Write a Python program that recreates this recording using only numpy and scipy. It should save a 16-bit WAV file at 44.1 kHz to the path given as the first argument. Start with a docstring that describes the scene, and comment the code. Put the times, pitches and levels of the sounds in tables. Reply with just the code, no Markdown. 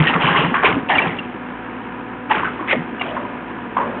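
"""Excavator pulling down a stone wall

Masonry gives way in gritty crumbles, blocks thud on the ground, stones knock and clink on each other.
The diesel drones throughout; the whine of its hydraulic pump sags under load.
Heard in a walled yard through a small narrow-band microphone."""
import sys
import numpy as np
from scipy import signal
from scipy.fft import rfft, irfft
from scipy.io import wavfile
from scipy.ndimage import uniform_filter1d

SR = 44100
rng = np.random.default_rng(int(sys.argv[2]) if len(sys.argv) > 2 else 0)


def bounce(signal):
    """Save signal as a 16-bit WAV file at the path given by the first command-line argument."""
    frames = np.transpose(np.atleast_2d(signal))
    limited = np.clip(frames, -1, 1)
    pcm = np.round(limited * 32767).astype(np.int16)
    wavfile.write(sys.argv[1], SR, pcm)


N = 176400
TIME_S = np.arange(N) / SR
AGE_S = TIME_S[:SR // 2]  # time within one burst
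BINS_HZ = np.arange(N // 2 + 1) / N * SR

# masonry giving way: t/s, level/dB, rise/s, hold/s, fall/(s per 20 dB), tilt/(dB per octave)
CRUMBLE_EVENTS = [(0.0, -16.5, 0.002, 0.0079, 0.15, 2), (.08, -27, .01, .015, 0.1, -0.5),
                  (0.117, -22.5, .015, 0.019, 0.3, -4), (0.199, -17.5, 0.013, 0.069, .2, 2),
                  (0.356, -17.5, 0.007, 0.032, 0.17, -0.4), (0.541, -24.5, 0.0034, 0.027, -0.02, 0.5),
                  (.622, -12, 0.021, .025, 0.12, .5), (.882, -17, 0.014, 0.0079, 0.09, 1),
                  (0.939, -19, 0.029, 0.031, 0.25, 1), (2.292, -19.5, .015, 0.017, 0.12, 4),
                  (2.345, -23.5, 0.011, 0.0097, 0.17, 0.5), (2.425, -34, 0.013, .02, 0.7, -2),
                  (2.66, -20, 0.053, 0.026, -0.04, 4), (2.997, -28.5, 0.014, 0.016, 0.32, 1),
                  (3.767, -29.5, .02, 0.052, 0, -7.5)]
# grain spectrum: f/Hz, relative level/dB
GRIT_SPECTRUM = [(330, -0.5), (600, -3), (850, 2.5), (1150, 2.5), (1500, -1), (2100, 3), (2900, -1),
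                 (3700, -9)]
# blocks landing: t/s, level/dB, f/Hz
THUD_EVENTS = [(0.0, -7, 155), (0.149, -19, 167.5), (0.239, -17, 154.6), (0.304, -23, 164.5),
               (0.384, -21, 152.7), (.445, -19.5, 160.7), (.474, -21, 168.6), (0.512, -21.5, 243),
               (.764, -17, 266.5), (1.065, -21, 168.4), (2.604, -26.5, 313), (2.763, -21, 240.5),
               (2.785, -28.5, 172), (2.925, -27, 250), (3.88, -27, 240)]
# engine harmonics: multiple of firing rate, level/dB
ENGINE_ORDERS = [(1, -51.5), (2, -47.5), (3, -54), (4, -50), (5, -44.5), (6, -47), (7, -50.5), (8, -51),
                 (10, -55.5)]
# pump fundamental: t/s, f/Hz
PUMP_PITCH = [(0, 246.7), (1.25, 246.2), (1.55, 249), (2.24, 249.4), (2.8, 243.7), (3.33, 247.1),
              (3.6, 243.5), (4, 238.8)]
# pump harmonics: multiple of fundamental, level/dB
PUMP_ORDERS = [(1, -36.5), (2, -44), (3, -44.5), (4, -46.5), (5, -49)]
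# machine noise spectrum: f/Hz, relative level/dB
CLATTER_SPECTRUM = [(25, -42), (50, -20.5), (85, -18.5), (135, -9.5), (195, 1.5), (260, 1), (340, -1.5),
                    (450, -6.5), (630, -10), (820, -7), (960, -1.5), (1120, -7.5), (1500, -7), (1720, -6),
                    (1950, -13), (2450, -14), (3300, -22.5), (4200, -26)]
# machine noise loudness: t/s, level/dB
CLATTER_LEVEL = [(0, -23.5), (1.15, -33), (1.45, -31), (1.78, -30.5), (2.2, -32), (2.9, -30.5),
                 (3.4, -30.5), (3.72, -30.5), (4, -28)]
# stone striking or grinding on stone: t/s, level/dB, f/Hz, rise/s, chatter fall/(s per 20 dB)
KNOCK_EVENTS = [(.043, -24, 1876, .008, 0.5), (0.07, -14, 2785, .002, 0.06),
                (.089, -18.5, 884, 0.0081, 0.05), (.13, -16, 1293, .01, -0.05),
                (.125, -20.5, 2430, .015, 0), (.153, -12.5, 1158, 0.0032, .02),
                (.205, -25.5, 900, .005, 0.8), (.213, -21, 2884, 0.0068, 0.35),
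                (.24, -16, 1116, .005, -0.04), (.273, -13.5, 1042, 0.0048, -0.45),
                (.275, -18.5, 2930, .002, -0.01), (.286, -17, 964, .003, 0.11),
                (.292, -18.5, 1587, 0.0025, 0.13), (.338, -14.5, 1102, 0.006, 0.12),
                (.357, -14, 1890, 0.0067, -0.35), (.368, -17.5, 2805, 0.0046, 0.11),
                (.435, -18, 1081, 0.0097, 0.02), (.541, -15, 1126, 0.0022, 0.1),
                (.542, -18, 1630, 0.0023, 0.17), (.626, -14, 1107, 0.0077, 0.13),
                (.638, -12, 423, .006, -0.71), (.646, -7.5, 2380, .006, .025),
                (0.664, -25, 1065, 0.0047, 0.07), (.892, -15.5, 810, 0.0094, 0.18),
                (.897, -15.5, 1900, 0.0055, 0.18), (1.045, -24, 810, 0.0073, 0.07),
                (2.301, -21, 898, 0.0022, 0.1), (2.308, -10.5, 893, .005, .035),
                (2.308, -13, 1812, .005, 0.0053), (2.346, -20, 1640, .002, 0),
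                (2.366, -18, 993, 0.0056, -0.04), (2.381, -21.5, 1203, 0.004, 0.09),
                (2.43, -15.5, 1107, 0.0026, -0.02), (2.444, -19.5, 1505, 0.0031, 0.07),
                (2.468, -25, 1313, .005, 0.05), (2.592, -26, 1065, 0.0056, 0.17),
                (2.683, -19.5, 2050, 0.0047, 0.12), (2.703, -12.5, 2200, 0.0087, 0.01),
                (2.724, -12.5, 2100, 0.0042, 0.0053), (2.724, -15, 473, 0.0066, 0.01),
                (2.722, -16, 800, .008, -0.03), (2.742, -18.5, 380, .008, -0.11),
                (3.008, -21.5, 760, 0.0054, -0.15), (3.011, -19.5, 2173, .005, -0.22),
                (3.047, -28, 597, 0.007, 0.43), (3.16, -21.5, 1025, 0.007, 0.06),
                (3.246, -27, 981, 0.0082, -0.13), (3.767, -10.5, 939, .0015, 0.0051),
                (3.779, -14, 1024, 0.0033, 0.01), (3.781, -25, 558, 0.0046, 0.35),
                (3.799, -17.5, 1014, .003, 0.1)]
# hard edges ringing: t/s, level/dB, f/Hz
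CLINK_EVENTS = [(0.068, -12.5, 1866), (.952, -17, 2800), (.982, -8.5, 2330), (1.017, -18.5, 2724),
                (1.186, -24, 2765), (2.995, -29.5, 2860), (3.011, -23, 2760)]

GRAINS_PER_S, CONTACTS_PER_S = 2200, 1800
FREE_FIRING_HZ, FREE_PUMP_HZ = 57.14, 249.4  # unloaded


def from_db(db):
    """Decibels to gain."""
    return 10 ** (np.asarray(db) / 20)


def unit_rms(x):
    """Scale to rms 1."""
    return x / np.sqrt(np.mean(x ** 2) + 1e-20)


def in_time(rows):
    """Control curve at every sample."""
    return np.interp(TIME_S, *np.transpose(rows))


def db_at(spectrum, hz):
    """Interpolate a spectrum over log frequency."""
    points_hz, db = np.transpose(spectrum)
    return np.interp(np.log(hz + 1e-9), np.log(points_hz), db)


def filtered(x, hz, kind, order=2):
    """Butterworth filter."""
    return signal.sosfilt(signal.butter(order, hz, kind, fs=SR, output="sos"), x + 1e-18)


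def resonance(x, hz, q):
    """One resonance, peak gain 1."""
    return signal.lfilter(*signal.iirpeak(hz, q, fs=SR), x + 1e-18)


def drift(corner_hz):
    """Slow random wander, rms 1."""
    return unit_rms(irfft(rfft(rng.standard_normal(N)) / (1 + (BINS_HZ / corner_hz) ** 2), N))


def envelope(rise_s, hold_s, fall_s):
    """Linear rise, hold, then 20 dB down per fall_s (1 ms at least)."""
    attack = np.minimum(AGE_S / max(rise_s, 1e-4), 1)
    return attack * 10 ** (-np.maximum(AGE_S - rise_s - hold_s, 0) / max(fall_s, 1e-3))


def clicks(per_s, spread_db=4):
    """Random impulses of uneven size."""
    n = len(AGE_S)
    sizes = from_db(spread_db * np.minimum(rng.exponential(1, n), 4)) * rng.choice([-1, 1], n)
    return sizes * (rng.random(n) < per_s / SR)


def evened(x, share=0.57):
    """Partly level a grainy sound's swells over 10 ms; rms 1."""
    power = uniform_filter1d(unit_rms(x) ** 2, size=441)
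    return unit_rms(x / (np.abs(power) + 1e-3) ** (share / 2))


def harmonics(turns, orders, flutter_db=2.2):
    """Fluttering tones of a rotating part."""
    return sum(np.sqrt(2) * from_db(db + flutter_db * drift(20))
               * np.sin(2 * np.pi * (k * turns + rng.random())) for k, db in orders)


def add(out, t_s, sound):
    """Mix a sound in at t_s."""
    i = int(np.clip(t_s * SR, 0, N - 1))
    out[i:i + len(sound)] += sound[:N - i]


def crumbles(ring_cycles=24, debris_db=-10.5, debris_delay_s=0.035):
    """Mortar and chips shower, each grain ringing briefly; heavier debris rumbles down just after."""
    out = np.zeros(N)
    grain_hz = np.geomspace(330, 3700, 22)
    grain_q = ring_cycles * np.pi / np.log(1000)  # 60 dB down after ring_cycles
    for t_s, db, rise_s, hold_s, fall_s, tilt_db in CRUMBLE_EVENTS:
        grains = clicks(GRAINS_PER_S)
        band = rng.integers(0, len(grain_hz), len(AGE_S))
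        band_db = db_at(GRIT_SPECTRUM, grain_hz) + tilt_db * np.log2(grain_hz / grain_hz[0])
        gains = from_db(band_db) / np.sqrt(grain_hz)
        grit = sum(gains[k] * resonance(grains * (band == k), hz, grain_q)
                   for k, hz in enumerate(grain_hz))
        add(out, t_s, from_db(db) * evened(grit) * envelope(rise_s, hold_s, fall_s))
        rumble = filtered(filtered(clicks(GRAINS_PER_S), 131, "high"), 380, "low", order=4)
        debris = evened(rumble) * envelope(2 * rise_s, hold_s, 1.7 * fall_s)
        add(out, t_s + debris_delay_s, from_db(db + debris_db) * debris)
    return out


def thuds():
    """Heavy blocks land: a few low cycles and a dull puff of earth."""
    out = np.zeros(N)
    shape = envelope(rise_s=0.0027, hold_s=0.013, fall_s=0.033)
    for t_s, db, hz in THUD_EVENTS:
        puff = unit_rms(filtered(clicks(CONTACTS_PER_S), [0.65 * hz, 2 * hz], "band"))
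        thump = np.sqrt(2) * np.sin(2 * np.pi * hz * AGE_S)
        add(out, t_s, from_db(db) * (thump + 0.37 * puff) * shape)
    return out


def excavator(speed_jitter=0.0042, flicker_db=0.5):
    """Diesel and pump share one shaft; the clatter flickers and throbs with each firing."""
    pump_hz = in_time(PUMP_PITCH) * (1 + speed_jitter * drift(9))
    pump_turns = np.cumsum(pump_hz) / SR
    firings = pump_turns * FREE_FIRING_HZ / FREE_PUMP_HZ
    throb = 1 + 0.17 * np.cos(2 * np.pi * firings)
    noise = rng.standard_normal(N) * throb * from_db(flicker_db * drift(25))
    clatter = unit_rms(irfft(rfft(noise) * from_db(db_at(CLATTER_SPECTRUM, BINS_HZ)), N))
    drone = harmonics(firings, ENGINE_ORDERS)
    whine = harmonics(pump_turns, PUMP_ORDERS)
    return drone + whine + from_db(in_time(CLATTER_LEVEL)) * clatter


def knocks(clean_hit_s=0.003, body_q=5.7, crack_db=-8):
    """Stone strikes stone, then the rough faces chatter: damped resonance plus broad crack."""
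    out = np.zeros(N)
    impulse = 1.0 * (AGE_S == 0)
    for t_s, db, hz, rise_s, fall_s in KNOCK_EVENTS:
        shape = envelope(rise_s, hold_s=0.005, fall_s=fall_s)
        strike = unit_rms(resonance(resonance(impulse, hz, q=6), hz, q=2))
        strike_gain = 0.97 * np.exp(-abs(rise_s) / clean_hit_s)  # slow rise: mostly grinding
        contacts = clicks(CONTACTS_PER_S)
        body = unit_rms(resonance(resonance(contacts, hz, body_q), hz, body_q / 2))
        crack = unit_rms(filtered(contacts, [0.63 * hz, 1.7 * hz], "band", order=3))
        chatter = unit_rms(evened(body + from_db(crack_db) * crack) * shape)
        shape_rms = np.sqrt(np.mean(shape ** 2))
        add(out, t_s, from_db(db) * shape_rms * unit_rms(strike_gain * strike + chatter))
    return out


def clinks():
    """Hard edges ring briefly, roughened by the grinding contact."""
    out = np.zeros(N)
    shape = envelope(rise_s=0.0017, hold_s=0.0069, fall_s=0.013)
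    for t_s, db, hz in CLINK_EVENTS:
        grind = unit_rms(resonance(clicks(CONTACTS_PER_S), hz, q=2.1))
        ring = np.sqrt(2) * np.sin(2 * np.pi * hz * AGE_S)
        add(out, t_s, from_db(db) * (ring + 0.4 * grind) * shape)
    return out


def yard_echoes(x, level_db=-16.5, t60_s=0.35, top_hz=2400):
    """Dull scattered reflections off the surrounding walls."""
    reflections = clicks(per_s=900) * envelope(rise_s=0.0068, hold_s=0.0079, fall_s=t60_s / 3)
    echoes = signal.fftconvolve(x, filtered(reflections, top_hz, "low"))[:N]
    return from_db(level_db) * np.std(x) * unit_rms(echoes)


def scene():
    """Falling masonry and its echoes over the machine; mono."""
    rubble = crumbles() + knocks() + clinks()
    return (rubble + yard_echoes(rubble) + thuds() + excavator())[None]


def record(dry, low_hz=34.8, top_hz=3347, stop_hz=5200, overload=0.61):
    """Small microphone: rounded peaks, steep treble cut."""
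    rounded = overload * np.tanh(filtered(dry, low_hz, "high") / overload)
    narrow = filtered(rounded, top_hz, "low", order=10)
    return signal.sosfilt(signal.cheby2(12, 70, stop_hz, fs=SR, output="sos"), narrow)


dry = scene()
out = record(dry)
bounce(out)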